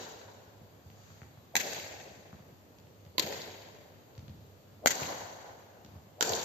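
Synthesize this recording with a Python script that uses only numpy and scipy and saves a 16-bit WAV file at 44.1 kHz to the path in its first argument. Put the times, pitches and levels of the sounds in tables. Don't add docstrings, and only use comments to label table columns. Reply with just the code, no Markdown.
import sys
import numpy as np
from scipy import signal
from scipy.fft import rfft, irfft
from scipy.io import wavfile
from scipy.ndimage import uniform_filter1d

SR = 44100
rng = np.random.default_rng(int(sys.argv[2]) if len(sys.argv) > 2 else 0)


def store_wav(level_fs):
    pcm = np.round(np.clip(np.atleast_2d(level_fs), -1, 1) * 32767)
    wavfile.write(sys.argv[1], SR, pcm.T.astype(np.int16))


N = 284156

# start in seconds, end of the court, crack level in dB, string note in Hz, its level
# in dB, string overtone in Hz, its level in dB, string T60 in seconds, near-wall delay in seconds,
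# wall level in dB, hall level in dB, hall boom centre in Hz, boom surge in dB. Levels are before tone balance.
STROKES = [(1.5545, "near", -20, 957, -39, 1985, -45, 0.098, 0.011, -19.5, -21.5, 513, 2.5),
           (3.182, "far", -22, 1022, -35, 4050, -49, 0.12, 0.014, -20, -23, 540, 6),
           (4.86, "near", -15.5, 1540, -51, 6500, -39, .11, .0119, -17.5, -20.5, 750, -1.5),
           (6.2096, "far", -21, 1500, -37, 6960, -56, 0.242, .016, -22.5, -18.5, 590, 4)]
# triples of low knock, middle bite and high sheen in dB,
# for the direct crack, the wall return and the hall.
TONE_BALANCE_DB = [((2.5, -2.5, -3), (2, 0, -1), (-1.5, 0.5, 0.5)), ((1.5, -1.5, -5.5), (-1.5, -3, -1),
                   (0, 1, -2)), ((1.5, -3.5, -5.5), (-2.5, .5, 3), (1, 0, 1.2)), ((-4.5, 2.5, -6.5),
                   (0, 4, -2), (1, 0.5, 1.5))]
# centre in Hz, half-width in Hz, level in dB.
RACKET_MODES = [
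    [(434, 120, -4.5), (820, 117, 6.5), (1635, 105, 11.5), (1986, 160, 13.5), (2250, 150, 9),
     (2540, 190, 9), (3420, 96, 4.5), (3880, 170, 6.5), (4092, 150, 4), (5257, 78, -1), (6190, 390, 6.5),
     (7000, 690, 1.5)],
    [(330, 34, 6), (534, 110, 5), (1017, 45, 9.5), (2132, 310, 4.5), (2618, 220, 3), (3130, 160, 7),
     (4080, 470, 11.5), (4650, 190, 7.5), (5300, 90, -2.5), (6524, 190, -8), (6860, 86, 5), (7670, 130, -4)],
    [(250, 57, 3.5), (583, 128, 11.5), (755, 140, 12), (1520, 240, 12), (1990, 140, 11), (2220, 110, 7),
     (2795, 110, 4), (3160, 150, 5), (4102, 102, 0), (4528, 205, -3.5), (5670, 100, 3.5), (6500, 160, 6),
     (6780, 96, 8)],
    [(468, 92, 15.5), (890, 104, 15.5), (1452, 210, 12.5), (1780, 120, 1.5), (2260, 163, -3.5),
     (3100, 200, 6), (3930, 400, 6.5), (4730, 310, 5.5), (5700, 310, 12.5), (6250, 310, 7.5),
     (6970, 195, 14), (7540, 160, 8.5)],
]
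# frequency in Hz, level in dB.
CRACK_SPECTRUM = [(40, -26), (130, -7), (250, -7), (1200, -23), (2500, -6), (5000, -5), (7600, -2.5),
                  (13000, -7.5)]
COURT_ENDS = {"near": (-1.3, -.05, -1.5, .0065, 8.5, .0455, -8.4, 7.3, .075),
              "far": (-5.2, .3, 3.7, .0035, 6, .04, -13, 6.7, .055)}
# start in seconds, length in seconds, level in dB before the
# loudness arch, top pitch in Hz.
SWINGS = [(1.533, 0.025, -41, 900), (3.136, .03, -52, 520), (4.809, 0.061, -40.5, 750),
          (6.156, 0.059, -49.5, 740)]
# frequency in Hz, difference in dB.
WALL_TILT = [(200, 1), (500, -0.5), (900, -7.5), (2000, 0.5), (4000, 0.6), (6700, 2), (13000, 2)]
# frequency in Hz, scatter in dB.
SCATTER_SPECTRUM = [(400, -8), (1200, -2), (3000, 0.5), (8000, 1)]
# frequency in Hz, relative level in dB.
HALL_SPECTRUM = [(60, -19), (150, 1.5), (300, .5), (800, 4), (1030, 3.5), (1180, -3), (1550, 3),
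                 (2000, 0.5), (3000, -0.5), (4500, 2), (5100, 0), (6700, -0.5), (8000, -6), (13500, -7)]
# frequency in Hz, T60 in seconds.
HALL_T60_S = [(80, 2.1), (250, 1.9), (600, 2.09), (1500, 1.744), (4000, 1.256), (7000, 1.23), (14000, 1.05)]
# arrival in seconds, #
# level in dB, left-right difference in dB, favoured frequency in Hz.
ECHOES = [(1.728, -45, -3.5, 4500), (1.7333, -40, 2, 6300), (1.747, -41, 1, 2600), (1.798, -42.5, 0, 2400),
          (3.227, -42, 0.5, 2300), (3.264, -45, 3, 4500), (3.326, -42, 6, 1930), (3.418, -44, -2, 4500),
          (4.913, -37, 1, 3900), (4.954, -44.5, 11, 6600), (5.032, -38, 4, 2400), (5.056, -43.5, 3, 2800),
          (6.2736, -39, -4, 6680), (6.2856, -44, 1, 6700), (6.2935, -30.5, -2, 6300), (6.322, -34, 0, 550),
          (6.334, -30.5, -7, 4000), (6.351, -34, 5, 6360), (6.3636, -39.5, 4, 6800),
          (6.4313, -41, -2.5, 6600)]
# frequency in Hz, gain in dB.
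ECHO_SPECTRUM = [(100, -27.5), (700, -4.5), (2000, -5), (4500, -1), (6800, -3.5), (13500, -4)]
# start in seconds, floor thud in dB, thud centre in Hz, sole click in dB,
# click centre in Hz.
STEPS = [(.612, -48, 130, -60, 400), (.859, -45.5, 100, -69, 500), (.901, -53, 130, -59.5, 1900),
         (1.104, -46.5, 119.6, -57, 900), (1.218, -47.5, 129, -52.5, 1150), (1.374, -49, 108, -59.5, 595),
         (2.174, -52.5, 170, -64, 400), (2.329, -45, 230, -54, 740), (2.4, -52, 140, -70, 400),
         (2.523, -51.5, 130, -72, 500), (2.786, -53, 150, -60.5, 3010), (2.87, -55.5, 109, -66, 1800),
         (3.051, -63, 130, -64, 3000), (3.064, -48, 120, -65, 2400), (3.24, -40.5, 210, -47.5, 497),
         (4.152, -61, 130, -62.5, 3000), (4.179, -40, 130, -56, 3230), (4.225, -45, 130, -74, 900),
         (4.281, -49, 260, -57.5, 2428), (4.296, -40.5, 100, -67, 2000), (4.342, -51, 100, -71, 599),
         (5.018, -37, 169, -40.5, 646), (5.848, -47, 230, -56, 3110), (5.935, -55, 180, -60, 500),
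         (5.956, -45, 90.4, -61, 600), (6.302, -40, 102, -63.5, 600)]
# frequency in Hz, gain in dB.
THUD_SPECTRUM = [(30, -47.5), (55, -35), (80, -0.5), (130, 1), (200, -3), (330, -21), (700, -22),
                 (2000, -46), (8000, -69)]
# frequency in Hz, level in dB, T60 in seconds.
FLOOR_MODES = [(81, -7, .11), (102, 1.5, .12), (127.6, -1.5, 0.067), (166, -1.5, 0.081), (218, 3, 0.086),
               (269, 7, 0.064), (355, 6.5, 0.0343)]
# frequency in Hz, relative level in dB.
AIR_SPECTRUM = [(20, -14), (40, -4), (60, -1), (80, 2), (100, -5.5), (125, 1.5), (200, -2), (320, -2.5),
                (600, -3), (1000, -10), (2000, -17), (4500, -18.5), (7000, -22.5), (14000, -19.5)]
# frequency in Hz, relative level in dB.
RUSTLE_SPECTRUM = [(100, -18), (500, -5), (1500, 5.5), (3000, 0), (4500, 3), (5300, 1.5), (6700, 4),
                   (8000, -3), (13500, -15)]
# frequency in Hz, left-right correlation from -1 to 1.
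EAR_LIKENESS = [(25, 0.69), (70, 1), (150, 0.7), (350, 0.73), (700, 0.3), (1400, -0.15), (2500, -0.0035),
                (5000, 0.027), (14000, -0.02)]
# frequency in Hz, left-right difference in dB.
EAR_BALANCE = [(100, -1.5), (700, 0.47), (2000, 1.62), (7000, 2.5), (13000, 0.5)]
# frequency in Hz, gain in dB.
RECORDER_RESPONSE = [(20, -13), (40, -18.5), (72, 0), (4400, -2.5), (4700, 1), (4830, -5.5), (6000, -3),
                     (6600, 1.2), (7200, -1.5), (7620, -0.5), (7800, -13.5), (8450, -16.5), (8750, -45.5),
                     (11150, -61), (11650, -4.5), (12700, -3), (13100, -3), (14200, 2), (14550, -33),
                     (15500, -38)]
# frequency in Hz, level in dB re the hiss level.
HISS_SPECTRUM = [(8000, 10.5), (11000, 6.5), (14200, -2), (14700, -10)]


def rally():
    out = np.zeros((2, N))
    earlier = hall(db=-21.0, boom_hz=491, boom_db=3.5, boom_s=0.051, surge_db=9.5,
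                   colour=crack_colour(RACKET_MODES[-1]))
    add(out, -.3, earlier)
    for start_s, length_s, db, top_hz in SWINGS:
        add(out, start_s, swish(length_s, db, top_hz))
    for stroke, modes, balances in zip(STROKES, RACKET_MODES, TONE_BALANCE_DB):
        add_stroke(out, stroke, modes, balances)
    for arrival_s, db, pan_db, centre_hz in ECHOES:
        add(out, arrival_s, far_slap(db, pan_db, centre_hz))
    return out


def add_stroke(out, stroke, modes, balances):
    (s, end, db, note_hz, note_db, overtone_hz, overtone_db, string_t60_s,
     wall_s, wall_db, hall_db, boom_hz, surge_db) = stroke
    (pan_db, lead_ms, wall_pan_db, smear_s, scatter_db,
     stands_s, stands_db, boom_db, boom_s) = COURT_ENDS[end]
    direct_balance, wall_balance, hall_balance = balances
    court_db = -12
    crack = crack_colour(modes)
    sideways = towards_walls(crack)
    strings = [(note_hz, note_db), (overtone_hz, overtone_db)]

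    direct = racket(db, pan_db, lead_ms, strings, crack, string_t60_s)
    add(out, s, balanced(direct, *direct_balance))
    add(out, s, court(db + court_db, sideways))
    wall = near_wall(wall_db, smear_s, scatter_db, sideways)
    add(out, s + wall_s, balanced(wall, *wall_balance) * sides(wall_pan_db))
    add(out, s + stands_s, balanced(stands(wall_db + stands_db, sideways), *wall_balance))
    reverb = hall(hall_db, boom_hz, boom_db, boom_s, surge_db, sideways)
    add(out, s, balanced(reverb, *hall_balance))


def racket(db, pan_db, lead_ms, strings, colour, string_t60_s):
    crack = sized(coloured(burst(smear_s=0.0017, scatter_db=6.0, lead_ms=lead_ms), colour), db)
    t = np.arange(crack.shape[1]) / SR
    ping = sum(amp(mode_db - 60 * t / string_t60_s) * np.sin(2 * np.pi * hz * t) for hz, mode_db in strings)
    return (crack + ping) * sides(pan_db)


def crack_colour(modes):
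    hz = np.geomspace(40, 14000, 700)
    peaks = sum((amp(db) / (1 + ((hz - centre_hz) / width_hz) ** 2)) ** 2
                for centre_hz, width_hz, db in modes)
    broad = amp(read(CRACK_SPECTRUM, hz)) ** 2
    return np.c_[hz, 10 * np.log10(peaks + broad)]


def balanced(x, knock_db, bite_db, sheen_db):
    balance = [(200, knock_db / 2), (700, knock_db), (1800, bite_db), (2600, bite_db),
               (4000, (bite_db + sheen_db) / 4), (6700, sheen_db), (12000, 0)]
    return coloured(x, balance)


def swish(length_s, db, top_hz, width_hz=140, glide=0.475):
    def whistle_db(hz, t):
        centre_hz = top_hz * (1 - glide + glide * t / length_s)
        return -20 * np.log10(1 + ((hz - centre_hz) / width_hz) ** 2)
    x = diffuse(round(length_s * SR), whistle_db)
    arch = np.sin(np.pi * np.linspace(0, 1, x.shape[1]) ** 2)
    return amp(db) * x / x.std() * arch


def court(db, colour, fade_s=0.025, rise_s=0.0038, size=4096):
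    t = np.arange(size) / SR

    def level_db(hz, s):
        return read(colour, hz) + hump(hz, centre_hz=4000, db=9, octaves=0.6)
    scatter = diffuse(size, level_db, grain_db=2)
    return sized(scatter * np.minimum(t / rise_s, 1) * np.exp(-t / fade_s), db)


def towards_walls(colour, share=0.77):
    hz, db = colour.T
    return np.c_[hz, share * db + read(WALL_TILT, hz)]


def near_wall(db, smear_s, scatter_db, colour):
    return sized(coloured(burst(smear_s, scatter_db, lead_ms=-0.54), colour), db)


def stands(db, colour, spread_s=0.015, size=2048):
    t = np.arange(size) / SR
    fall_db = -5 * t / spread_s - 1800 * np.maximum(t - spread_s, 0)
    rattle = rng.standard_normal((2, size)) * amp(fall_db)
    return sized(coloured(rattle, colour), db) * sides(db=6)


def hall(db, boom_hz, boom_db, boom_s, surge_db, colour, hold_s=0.17, bloom_s=0.022,
         boom_octaves=0.77, imprint=0.25, surge_s=0.1):
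    def level_db(hz, t):
        swell = boom_db * (1 + np.tanh((t - boom_s) / bloom_s)) / 2
        surge = surge_db * np.exp(-((t - surge_s) / 0.061) ** 2)
        band = np.exp(-abs(np.log2((hz + 1) / boom_hz) / boom_octaves) ** 4)
        ripple = 1.6 * patches(hz, t[:1], 1, 1)
        clumps = 1.2 * patches(hz, t, 14, 4) + 1.1 * patches(hz, t, 90, 3)
        early = 4 * np.exp(-t / 0.048)
        age_s = np.logaddexp(0, (t - hold_s) / 0.03082) * 0.02893
        decay = -60 * age_s / read(HALL_T60_S, hz)
        tone = read(HALL_SPECTRUM, hz) + imprint * read(colour, hz)
        return tone + (swell + surge) * band + ripple + clumps + early + decay
    length = 2 * SR
    onset = np.minimum(np.arange(length) / SR / 0.0076, 1)
    return sized(diffuse(length, level_db, grain_db=3.5) * onset, db)


def far_slap(db, pan_db, centre_hz):
    spectrum = favouring(ECHO_SPECTRUM, centre_hz, db=16, octaves=0.514)
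    slap = coloured(burst(smear_s=0.0028, scatter_db=7.5), spectrum)
    return sized(slap, db) * sides(pan_db)


def footsteps(wall_s=.014):
    out = np.zeros((2, N))
    for s, thud_db, thud_hz, click_db, click_hz in STEPS + shuffles():
        boards = favouring(THUD_SPECTRUM, thud_hz, db=7.0, octaves=0.87)
        sole = [(click_hz / 16, -18), (click_hz / 2, -2), (click_hz * 1.7, 0),
                (click_hz * 4, -22), (click_hz * 16, -35)]
        thud = floor_thud(thud_db, boards)
        click = sized(coloured(burst(smear_s=.0015, scatter_db=6), sole), click_db)
        for sound, wall_db in [(thud, -8), (click, -5.5)]:
            add(out, s, sound)
            add(out, s + wall_s, sound * amp(wall_db))
        add(out, s, step_tail(SR // 2, boards, 1.03, thud_db - 4.0))
        add(out, s, step_tail(SR, sole, 1.2, click_db - 0.5))
    return out


def floor_thud(db, boards):
    t = np.arange(SR // 4) / SR
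    mode_hz, mode_db, t60_s = np.transpose(FLOOR_MODES)[:, :, None]
    detune, strength = rng.standard_normal((2, len(FLOOR_MODES), 1))
    level = amp(mode_db + 2 * strength - 60 * t / t60_s)
    thud = (level * np.sin(2 * np.pi * mode_hz * (1 + 0.038 * detune) * t)).sum(0)
    return sized(coloured(np.array([thud, thud]), boards), db)


def step_tail(length, spectrum, t60_s, db):
    return sized(diffuse(length, lambda hz, age_s: read(spectrum, hz) - 60 * age_s / t60_s), db)


def shuffles(gap_s=0.52, thud_db=-57.5, thud_hz=127.6, click_db=-76, click_hz=1500):
    times_s = np.arange(gap_s, N / SR, gap_s)
    draws = rng.uniform(-0.36, 0.46, (len(times_s), 3))
    return [(s + gap_s * late, thud_db + 6 * force, thud_hz, click_db + 6 * force, click_hz * 4 ** bright)
            for s, (late, force, bright) in zip(times_s, draws)]


def ambience(air_db=-57.0, hum_hz=101, hum_db=-63, rustle_db=-61):
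    t = np.arange(N) / SR
    air = diffuse(N, lambda hz, s: read(AIR_SPECTRUM, hz) + 1.35 * patches(hz, s, 10, 8), size=2048)
    hum = diffuse(N, lambda hz, s: -40 * np.log10(1 + ((hz - hum_hz) / 9) ** 2), size=16384)
    rustle = diffuse(N, lambda hz, s: read(RUSTLE_SPECTRUM, hz))
    swell = np.exp(-((t - 1.10) / 0.21) ** 2)
    out = amp(air_db) * air / air.std()
    out += amp(hum_db) * hum / hum.std()
    out += amp(rustle_db) * swell * rustle / rustle.std()
    return out


def burst(smear_s, scatter_db, lead_ms=0, size=4096):
    t = np.arange(size) / SR
    scatter = diffuse(size, lambda hz, s: read(SCATTER_SPECTRUM, hz)) * np.exp(-t / smear_s)
    delay = np.round(np.maximum([[lead_ms], [-lead_ms]], 0) * SR / 1000)
    spike = np.sinc(np.arange(size) - delay)
    x = sized(scatter, scatter_db) + sized(spike, 0)
    power = uniform_filter1d((abs(rfft(x)) ** 2).sum(0), size=20)
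    whitening = np.c_[np.fft.rfftfreq(size, 1 / SR), -10 * np.log10(power + 1e-9)]
    return coloured(x, whitening)[:, :size]


def diffuse(length, level_db, size=512, grain_db=0):
    white = rng.standard_normal((2, length)) * amp(grain_db * rng.standard_normal((2, length)))
    overlap = size * 3 // 4
    hz, t, (a, b) = signal.stft(white, SR, nperseg=size, noverlap=overlap)
    same = np.clip(read(EAR_LIKENESS, hz), -1, 1)[:, None]
    mid, side = a * np.sqrt(1 + same), b * np.sqrt(1 - same)
    balance = sides(read(EAR_BALANCE, hz))[:, :, None]
    ears = np.array([mid + side, mid - side]) * balance * amp(level_db(hz[:, None], t))
    return signal.istft(ears, SR, nperseg=size, noverlap=overlap)[1][:, :length]


def patches(hz, t, bins, frames):
    field = rng.standard_normal((len(hz), len(t)))
    field = uniform_filter1d(uniform_filter1d(field, bins, axis=0), frames, axis=1)
    return field / field.std()


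def coloured(x, spectrum, size=4096):
    log_gain = np.log(amp(read(spectrum, abs(np.fft.fftfreq(size, 1 / SR)))))
    response = np.exp(np.conj(signal.hilbert(log_gain)))
    taps = np.fft.ifft(response).real[:size // 2]
    return signal.fftconvolve(x, taps[None], axes=1)


def favouring(spectrum, centre_hz, db, octaves):
    hz = np.geomspace(20, 16000, 150)
    return np.c_[hz, read(spectrum, hz) + hump(hz, centre_hz, db, octaves)]


def hump(hz, centre_hz, db, octaves):
    return db * np.exp(-(np.log2((hz + 1) / centre_hz) / octaves) ** 2)


def sized(x, db):
    return x * amp(db) * np.sqrt(.01 * SR * len(x) / (np.sum(x ** 2) + 1e-20))


def amp(db):
    return 10 ** (np.asarray(db) / 20)


def read(points, hz):
    f, value = np.transpose(points)
    return np.interp(np.log(hz + 1), np.log(f + 1), value)


def sides(db):
    return amp(np.array([db, -db]) / 2).reshape(2, -1)


def add(mix, s, sound):
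    start = round(s * SR)
    sound = sound[:, max(-start, 0):]
    part = mix[:, max(start, 0):][:, :sound.shape[1]]
    part += sound[:, :part.shape[1]]


def scene():
    return rally() + footsteps() + ambience()


def record(dry, hiss_db=-87, edge_hz=15375):
    hz = np.fft.rfftfreq(2 * N, 1 / SR)
    hiss = rfft(rng.standard_normal((2, 2 * N))) * amp(hiss_db + read(HISS_SPECTRUM, hz))
    heard = irfft(rfft(dry, 2 * N) * amp(read(RECORDER_RESPONSE, hz)) + hiss)[:, :N]
    low_pass = signal.firwin(511, edge_hz, window=("kaiser", 9), fs=SR)
    return signal.oaconvolve(heard, low_pass[None], "same")


dry = scene()
out = record(dry)
store_wav(out)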